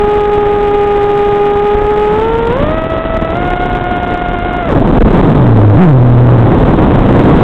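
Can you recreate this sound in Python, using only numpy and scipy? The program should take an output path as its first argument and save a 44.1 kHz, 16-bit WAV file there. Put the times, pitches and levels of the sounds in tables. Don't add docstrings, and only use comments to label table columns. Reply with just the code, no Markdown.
import sys
import numpy as np
from scipy import signal
from scipy.fft import rfft, irfft
from scipy.io import wavfile
from scipy.ndimage import uniform_filter1d

SR = 44100
rng = np.random.default_rng(int(sys.argv[2]) if len(sys.argv) > 2 else 0)


def to_wav(s):
    ch = np.atleast_2d(s).T
    pcm = np.round(np.clip(ch, -1, 1) * 32767)
    wavfile.write(sys.argv[1], SR, pcm.astype(np.int16))


N = 327663
TIME = np.arange(N) / SR


def amp(db):
    return 10 ** (np.asarray(db) / 20)


def curves(rows):
    seconds, *columns = np.transpose(rows)
    return [np.interp(TIME, seconds, column) for column in columns]


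def ramp(middle_s, length_s):
    return np.clip((TIME - middle_s) / length_s + .5, 0, 1)


def noise(points):
    hz, db = np.transpose(points)
    bins_hz = np.fft.rfftfreq(N, 1 / SR)
    shape = amp(np.interp(np.log(bins_hz + 1), np.log(hz), db))
    x = irfft(rfft(rng.standard_normal(N)) * shape, N)
    return x / x.std()


def wander(rate_hz):
    rolloff = 1 + (np.fft.rfftfreq(N, 1 / SR) / rate_hz) ** 4
    x = irfft(rfft(rng.standard_normal(N)) / rolloff, N)
    return x / x.std()


def oscillator_phase(hz):
    return 2 * np.pi * np.cumsum(hz) / SR


START_HZ = 415
# start in seconds, new blade rate in Hz, lag in seconds.
ROTOR_SPEEDS = [(0.15, 409.5, .22), (1.45, 424.3, .25), (2.11, 465.7, .07), (2.49, 652, 0.063),
                (3.3, 714.3, .03), (4.595, 640, .025), (4.675, 185, .038), (5.22, 101.9, .085),
                (5.8, 121.5, .04), (6.32, 112, .04)]


def blade_rate():
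    hz, before = START_HZ + blips(), START_HZ
    for start_s, new_hz, lag_s in ROTOR_SPEEDS:
        u = np.maximum(TIME - start_s, 0) / lag_s
        hz = hz + (new_hz - before) * (1 - (1 + u) * np.exp(-u))
        before = new_hz
    return hz


def propeller(hz, jitter=0.0026, hunting=.004, hunting_hz=9, braking_jitter=.05, sharpness=0.37,
              flutter_db=2.06, swell_db=0.8, throb_db=0.8, throb_hz=26,
              shake=0.28, rattle=0.35, shake_jitter=.03, full_hz=715):
    speed = hz / full_hz
    strain = speed ** 4
    slope_per_s = uniform_filter1d(np.gradient(speed), 1500) * SR
    braking = np.clip(-slope_per_s / 3, 0, 1)
    drift = jitter * wander(25)
    drift += hunting * strain * wander(hunting_hz)
    drift += braking_jitter * braking * wander(120)
    phase = oscillator_phase(hz * (1 + drift))
    falloff = np.clip(sharpness * np.tanh(3.2 * speed), 0, .8)
    dips = -sum(falloff ** k * np.cos((k + 1) * phase) for k in range(7))
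    beat = np.sin(oscillator_phase(throb_hz * (1 + .3 * wander(8))))
    load_db = flutter_db * speed * wander(230) + swell_db * wander(58) + throb_db * strain * beat
    shaft = strain * np.cos(oscillator_phase(hz / 2 * (1 + shake_jitter * wander(36))))
    return dips * amp(load_db) * (1 + shake * shaft) - rattle * shaft


CLIMB_FROM_HZ, CLIMB_SPAN_HZ = 412, 128
CRUISE_BLADE_DB, CLIMB_BLADE_DB = -1.7, -11
CRUISE_WASH_DB, WASH_DB_PER_HZ = -11.5, .008
CRUISE_RAM, RAM_PER_HZ = .1, .0006
SURGE_DB, SURGE_HZ_PER_S, SURGE_SPREAD_S = 2.7, 130, 0.3


def under_power(hz):
    extra_hz = np.maximum(hz - CLIMB_FROM_HZ, 0)
    climb = 1 - np.exp(-extra_hz / CLIMB_SPAN_HZ)
    speeding_up = uniform_filter1d(np.gradient(hz) * SR, round(SURGE_SPREAD_S * SR))
    surge = np.clip(speeding_up * (1 - climb) / SURGE_HZ_PER_S, 0, 1)
    blade_db = CRUISE_BLADE_DB + (CLIMB_BLADE_DB - CRUISE_BLADE_DB) * climb
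    air_db = CRUISE_WASH_DB + WASH_DB_PER_HZ * extra_hz + SURGE_DB * surge
    return np.array([blade_db, air_db, CRUISE_RAM + RAM_PER_HZ * extra_hz])


# frequency in Hz, relative level in dB per Hz.
WASH_SPECTRUM = [(15, 0.5), (40, 1), (70, -5.5), (140, -5.5), (300, -6.5), (600, -12.5), (1200, -20.5),
                 (2400, -28.5), (4000, -28), (6000, -50.5)]
SLIPSTREAM_SPECTRUM = [(15, 4.5), (30, 5), (60, -1), (140, 3.5), (300, 0.85), (600, -8), (1100, -15.5),
                       (2400, -47), (4000, -31), (6000, -23)]


def turbulence(cut_s=4.715, onset_s=0.069, wash_lumps_db=1.0, eddy_hz=70):
    free = ramp(cut_s, onset_s)
    wash = noise(WASH_SPECTRUM) * amp(wash_lumps_db * wander(eddy_hz))
    return (1 - free) * wash + free * noise(SLIPSTREAM_SPECTRUM)


def buffets(per_s=14, size=0.42, length_s=.007, until_s=5.1):
    happens = (rng.random(N) < per_s / SR) & (TIME < until_s)
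    hits = happens * rng.standard_normal(N)
    return size * signal.oaconvolve(hits, np.hanning(round(length_s * SR)))[:N]


# start in seconds, rise in seconds, peak change of blade rate in Hz.
STEERING_BLIPS = [(4.33, .05, -14), (4.85, .11, 70), (5.745, .075, 85), (6.71, .08, 38), (7.06, .13, 27)]


def blips(steepness=3.0):
    hz = np.zeros(N)
    for start_s, rise_s, extra_hz in STEERING_BLIPS:
        u = np.maximum(TIME - start_s, 0) / rise_s
        hz += extra_hz * (u * np.exp(1 - u)) ** steepness
    return hz


CUT_S, CUT_FADE_S, IDLE_BLADE_DB = 4.70, 0.04, -5
INVERTED_S, UPRIGHT_S, TURN_IN_S, TURN_OUT_S, INVERTED_BLADE_DB = 5.4, 6.48, .17, .08, 5.5
BLIP_DB_PER_HZ, BLIP_RAM_PER_HZ = 0.0665, .007
# time in seconds, turbulence in dB, steady pressure as a share of the blade wave.
FLIP_AIRFLOW = [(4.74, 2.5, 0.88), (4.85, 1, -0.39), (5.14, 5, -.6), (5.3, 2.5, 0.029), (5.7, -1.5, -0.52),
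                (6.05, -1.7, -0.21), (6.55, 2.5, -0.12), (7.43, 5.5, -0.15)]


def coasting():
    inverted = ramp(INVERTED_S, TURN_IN_S) - ramp(UPRIGHT_S, TURN_OUT_S)
    air_db, ram = curves(FLIP_AIRFLOW)
    extra_hz = blips()
    blade_db = IDLE_BLADE_DB + (INVERTED_BLADE_DB - IDLE_BLADE_DB) * inverted
    blade_db = blade_db + BLIP_DB_PER_HZ * extra_hz
    return np.array([blade_db, air_db, ram + BLIP_RAM_PER_HZ * extra_hz])


# middle in seconds, length in seconds, peak pressure in dB.
CHOKING_GUSTS = [(4.794, 0.022, 6), (4.917, 0.013, 9), (4.995, 0.021, 26.5), (5.037, 0.013, 34.5),
                 (5.092, 0.018, 6), (5.218, 0.024, 13), (5.332, 0.029, 1), (6.644, 0.013, 14),
                 (6.682, .016, -4)]


def gusts():
    pressure = np.zeros(N)
    for middle_s, length_s, peak_db in CHOKING_GUSTS:
        position = np.clip((TIME - middle_s) / length_s, -.5, .5)
        pressure += amp(peak_db) * np.cos(np.pi * position) ** 2
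    return pressure


def far_propeller(jitter=.025, hz=297, level_db=-2.5, start_s=5.42, end_s=5.83, fade_s=.17):
    level = amp(level_db) * (ramp(start_s, fade_s) - ramp(end_s, fade_s))
    return level * np.cos(oscillator_phase(hz * (1 + jitter * wander(30))))


def scene():
    hz, cut = blade_rate(), ramp(CUT_S, CUT_FADE_S)
    blade_db, air_db, ram = (1 - cut) * under_power(hz) + cut * coasting()
    blades = amp(blade_db) * (propeller(hz) + ram)
    air = amp(air_db) * turbulence()
    pressure = blades + air + buffets() + gusts() + far_propeller()
    return pressure[None]


def lowpass(x, hz, order):
    return signal.sosfilt(signal.butter(order, hz, fs=SR, output="sos"), x)


def capsule(pressure, leak=0.048, port_hz=3200):
    travel, knee = 2.4, .3
    suction = knee * np.logaddexp(0, -pressure / knee)
    return lowpass(leak * pressure - travel * np.tanh(suction / travel), port_hz, order=1)


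def coupling(x, corner_hz=27, damping=0.57):
    w = 2 * np.pi * corner_hz
    b, a = signal.bilinear([1, 0, 0], [1, 2 * damping * w, w * w], SR)
    return signal.lfilter(b, a, x)


RAIL, SAMPLING_HZ, EDGE_HZ = .70, 8000, 15900


def record(dry, hiss_db=-48, offset=0.0032):
    x = coupling(capsule(dry[0])) + offset + amp(hiss_db) * rng.standard_normal(N)
    samples = np.clip(signal.resample_poly(x, SAMPLING_HZ, SR), -RAIL, RAIL)
    smoothing = signal.firwin(32 * 441 + 1, .98 / 441, window=("kaiser", 9))
    rebuilt = signal.resample_poly(samples, SR, SAMPLING_HZ, window=smoothing)[:N]
    clipped = np.clip(rebuilt, -RAIL, RAIL)
    edge = signal.firwin(511, EDGE_HZ, window=("kaiser", 9), fs=SR)
    return signal.oaconvolve(clipped, edge, "same")[None]


dry = scene()
out = record(dry)
to_wav(out)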